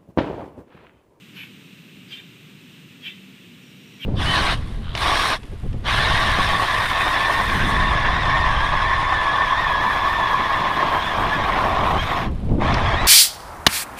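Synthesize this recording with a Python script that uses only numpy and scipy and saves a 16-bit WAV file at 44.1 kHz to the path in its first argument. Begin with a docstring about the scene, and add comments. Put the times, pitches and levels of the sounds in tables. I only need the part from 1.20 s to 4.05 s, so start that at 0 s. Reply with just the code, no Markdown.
"""A steady stream (shaped noise) and a faint warbling electrical whine (swung sine) run throughout.
Oropendolas at a forest feeder give four harsh "chack" calls, the second with a softer after-note: uneven
syrinx pulses and air noise ring the throat's resonances, with rasp, sizzle and thin falling tones.
Foliage scatters each call into a short noise tail. Late on, an insect starts to trill: a pulsed sine."""
import sys
import numpy as np
from scipy import signal
from scipy.fft import rfft, irfft
from scipy.io import wavfile
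from scipy.ndimage import uniform_filter1d

SR = 44100
rng = np.random.default_rng(int(sys.argv[2]) if len(sys.argv) > 2 else 0)


def pcm_store(signal):
    """Save signal as 16-bit PCM."""
    levels = np.round(np.clip(np.atleast_2d(signal), -1, 1) * 32767)
    wavfile.write(sys.argv[1], SR, levels.astype(np.int16).T)


N = 125685

# Spectrum of the stream's low rumble. Each row: frequency in Hz, relative level in dB.
RUMBLE_SPECTRUM = [(25, -57), (45, -46), (60, -21), (76, -25.5), (95, -13), (115, -5), (150, -0.5),
                   (195, -1), (218, -5.5), (250, -2), (310, -7.5), (400, -13), (500, -18.5), (700, -29.5),
                   (1200, -53)]
# Spectrum of the stream's hiss. Each row: frequency in Hz, relative level in dB.
HISS_SPECTRUM = [(400, -30), (750, -16), (1100, -12), (1550, -9.5), (2000, -7), (2350, -3), (2700, 0.5),
                 (3200, -5), (3850, -7), (4450, -16), (6000, -18.5), (9350, -20.5), (9700, -28),
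                 (15000, -30.5)]
# Notes of the calls. Each row: start in seconds, attack in seconds, hold in seconds, release in seconds,
# voice level in dB, throat tuning as a ratio, brightness in dB per octave, rasp level in dB,
# sizzle level in dB, sizzle centre in Hz.
CALL_NOTES = [(0.147, 0.027, 0.06, .064, -40.5, 0.94, -4, -46.5, -59, 11900),
              (.897, 0.027, .012, 0.058, -36.5, 0.99, 5.5, -45.5, -63, 13100),
              (.955, 0.017, 0.033, 0.031, -43.5, .99, -4, -63, -69, 12000),
              (1.818, 0.044, 0.013, .074, -32.5, 0.97, 0, -47.5, -61.5, 12500),
              (2.798, 0.038, .028, .045, -32.6, 0.97, 0, -48.5, -56.5, 12400)]
# Throat resonances. Each row: centre in Hz, width in Hz, relative level in dB.
THROAT_RESONANCES = [(1020, 440, -24), (1586, 160, -11.5), (1930, 270, -11), (2420, 197, 0.5),
                     (2760, 210, 1), (3193, 222, 3), (3570, 224, -4.5), (3946, 440, -13),
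                     (5360, 940, -30.5), (8140, 1800, -35.5)]
# Thin tones inside the calls. Each row: start in seconds, length in seconds, first pitch in Hz,
# settled pitch in Hz, level in dB.
CALL_TONES = [(0.162, .090, 2520, 2406, -43.5), (.882, .055, 4930, 4750, -57.5),
              (.903, 0.069, 3900, 3080, -40), (.960, 0.055, 3700, 3608, -46),
              (1.818, 0.077, 3514, 3230, -40), (1.850, 0.044, 2800, 2660, -39.5),
              (1.880, 0.057, 3610, 3560, -46), (1.895, 0.062, 2200, 2016, -52.5),
              (2.787, 0.042, 2410, 2280, -48.5), (2.796, 0.058, 3480, 3170, -41),
              (2.820, 0.052, 3006, 2820, -34.5)]
# Level curve of the insect. Each row: time in seconds, level in dB.
TRILL_LEVELS = [(2.40, -85), (2.44, -64), (2.56, -69), (2.63, -71), (2.72, -65.5), (2.85, -63)]

RUMBLE_DB, RUMBLE_SWELL_DB = -48, -0.18
DRONE_HZ, DRONE_WIDTH_HZ, DRONE_DB = 192.5, 21.7, -55
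HISS_DB, HISS_FLICKER_DB = -50.5, 0.27
WHINE_HZ, WHINE_SWING_HZ, WHINE_DB, MAINS_HZ = 14025, 150, -68.5, 60
PULSE_HZ, JITTER_LOG_RATIO, SHIMMER_DB = 479.5, 0.2, 1
AIR_DB, AIR_DECAY_CYCLES = -5, 0.98
RATTLE_PER_S, RATTLE_DB = 230, 0.65
BODY_HZ, BODY_WIDTH_HZ, BODY_DB = 2400, 1450, -23.5
RASP_HZ, RASP_WIDTH_HZ, RASP_TOP_HZ, RASP_LEAD_S = 2520, 2900, 5770, 0.025
SIZZLE_WIDTH_HZ, SIZZLE_LEAD_S = 1800, 0.007
TONE_SETTLE_S, TONE_WOBBLE_RATIO = 0.008, 0.00907
FOREST_T60_S, FOREST_DB, FOREST_DELAY_S = 0.48, -10.5, 0.0088
INSECT_HZ, INSECT_PER_S = 5630, 68.5
TOP_HZ = 15300


def undb(db):
    """Decibels to gain."""
    return 10 ** (np.asarray(db) / 20)


def unit(x):
    """Scale to rms 1."""
    return x / np.sqrt(np.mean(x ** 2) + 1e-20)


def walk(rate_hz):
    """Smooth random wander of rms 1, rate_hz new values per second."""
    step = int(SR / rate_hz)
    held = np.repeat(rng.standard_normal(N // step + 1), step)
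    return unit(uniform_filter1d(held, step)[:N])


def resonate(x, hz, width_hz):
    """Steep resonance: a band-pass of width_hz applied twice."""
    b, a = signal.iirpeak(min(hz, 0.45 * SR), hz / width_hz, fs=SR)
    return signal.lfilter(b, a, signal.lfilter(b, a, x))


def coloured(points):
    """Noise of rms 1 whose spectrum joins (Hz, dB) points on a log-frequency axis."""
    hz, db = np.array(points).T
    bin_hz = np.maximum(np.arange(N // 2 + 1) * SR / N, 1)
    gain = undb(np.interp(np.log(bin_hz), np.log(hz), db))
    return unit(irfft(rfft(rng.standard_normal(N)) * gain, N))


def sine(hz):
    """Tone of rms 1 that follows a pitch curve."""
    return np.sqrt(2) * np.sin(2 * np.pi * np.cumsum(hz) / SR)


def stream():
    """Low rumble of water with one droning resonance, under an almost even hiss."""
    rumble = coloured(RUMBLE_SPECTRUM) * undb(RUMBLE_DB + RUMBLE_SWELL_DB * walk(5.77))
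    drone = undb(DRONE_DB) * unit(resonate(rng.standard_normal(N), DRONE_HZ, DRONE_WIDTH_HZ))
    hiss = coloured(HISS_SPECTRUM) * undb(HISS_DB + HISS_FLICKER_DB * walk(29.8))
    return rumble + drone + hiss


def whine(t):
    """A very high electrical tone, swung in pitch at mains rate, with a small random drift."""
    swing_hz = WHINE_SWING_HZ * np.sin(2 * np.pi * MAINS_HZ * t)
    return undb(WHINE_DB) * sine(WHINE_HZ + swing_hz + 25 * walk(200))


def syrinx():
    """Uneven pulses, each followed by a decaying puff of air, with a fast rattle in level."""
    stretch, size = rng.standard_normal((N // 10, 2)).T
    times = np.cumsum(np.exp(JITTER_LOG_RATIO * stretch)) / PULSE_HZ
    phase = np.interp(np.arange(N) / SR, times, np.arange(len(times)))
    cycle = phase.astype(int)
    pulses = np.diff(cycle, prepend=0) * undb(SHIMMER_DB * size[cycle])
    air = rng.standard_normal(N) * np.exp(-(phase % 1) / AIR_DECAY_CYCLES)
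    mix = unit(pulses) + undb(AIR_DB) * unit(air)
    return unit(mix * undb(RATTLE_DB * walk(RATTLE_PER_S)))


def throat(source, tuning, bright_db):
    """Parallel resonances of alternating sign over one broad body resonance; brightness tilts them."""
    voice = undb(BODY_DB) * resonate(source, BODY_HZ, BODY_WIDTH_HZ)
    for k, (hz, width_hz, peak_db) in enumerate(THROAT_RESONANCES):
        gain = (-1) ** k * undb(peak_db + bright_db * np.log2(hz / BODY_HZ))
        voice = voice + gain * resonate(source, hz * tuning, width_hz)
    return unit(voice)


def airy_rasp():
    """Turbulent air: broadly resonant noise with its top rolled off."""
    noise = resonate(rng.standard_normal(N), RASP_HZ, RASP_WIDTH_HZ)
    return unit(signal.sosfilt(signal.butter(2, RASP_TOP_HZ, fs=SR, output="sos"), noise))


def chacks(t):
    """The syrinx rings the throat in short swells; an airy rasp and a high sizzle start just ahead."""
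    source, rasp, out = syrinx(), airy_rasp(), np.zeros(N)
    for (start, attack, hold, release, db, tuning, bright_db,
         rasp_db, sizzle_db, sizzle_hz) in CALL_NOTES:
        peak, fade = start + attack, start + attack + hold
        rise = np.clip((t - start) / attack, 0, 1)
        effort = rise * np.clip(1 - (t - fade) / release, 0, 1)
        airflow = np.interp(t, [start - RASP_LEAD_S, peak, fade + release], [0, 1, 0])
        sizzle = unit(resonate(source, sizzle_hz, SIZZLE_WIDTH_HZ))
        early_effort = np.interp(t + SIZZLE_LEAD_S, t, effort)
        out += undb(db) * effort ** 2 * throat(source, tuning, bright_db)
        out += undb(rasp_db) * airflow * rasp
        out += undb(sizzle_db) * early_effort * sizzle
    return out


def tones(t):
    """Thin wavering tones, each dropping quickly to its settled pitch under a half-sine swell."""
    out, wobble = np.zeros(N), 1 + TONE_WOBBLE_RATIO * walk(500)
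    for start, length, first_hz, settled_hz, db in CALL_TONES:
        age = np.maximum(t - start, 0)
        hz = settled_hz + (first_hz - settled_hz) * np.exp(-age / TONE_SETTLE_S)
        swell = np.sin(np.pi * np.minimum(age / length, 1))
        out += undb(db) * swell * sine(hz * wobble)
    return out


def forest(x, t):
    """Leaves and trunks scatter the calls: a delayed, decaying noise tail is added."""
    decay = np.exp(-np.log(1000) * t / FOREST_T60_S)
    tail = rng.standard_normal(N) * decay * (t > FOREST_DELAY_S)
    echo = signal.fftconvolve(x, unit(tail) / np.sqrt(N))[:N]  # tail energy 1
    return x + undb(FOREST_DB) * echo


def insect(t):
    """A faint trill: quick strokes pulse a tone of slightly unsteady pitch."""
    at_s, db = np.array(TRILL_LEVELS).T
    stroke_hz = INSECT_PER_S * (1 + 0.04 * walk(20))
    strokes = unit(np.sin(np.pi * np.cumsum(stroke_hz) / SR) ** 4)
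    level = undb(np.interp(t, at_s, db) + 2 * walk(60)) * (t > at_s[0])
    return level * strokes * sine(INSECT_HZ * (1 + 0.011 * walk(300)))


def scene():
    """Stream and whine, birds in the foliage, then the insect; one channel."""
    t = np.arange(N) / SR
    background = stream() + whine(t)
    birds = forest(chacks(t) + tones(t), t)
    return (background + birds + insect(t))[None]


def record(dry):
    """The recorder cuts the top: a steep elliptic low-pass."""
    return signal.sosfilt(signal.ellip(10, 0.2, 70, TOP_HZ, fs=SR, output="sos"), dry)


dry = scene()
out = record(dry)
pcm_store(out)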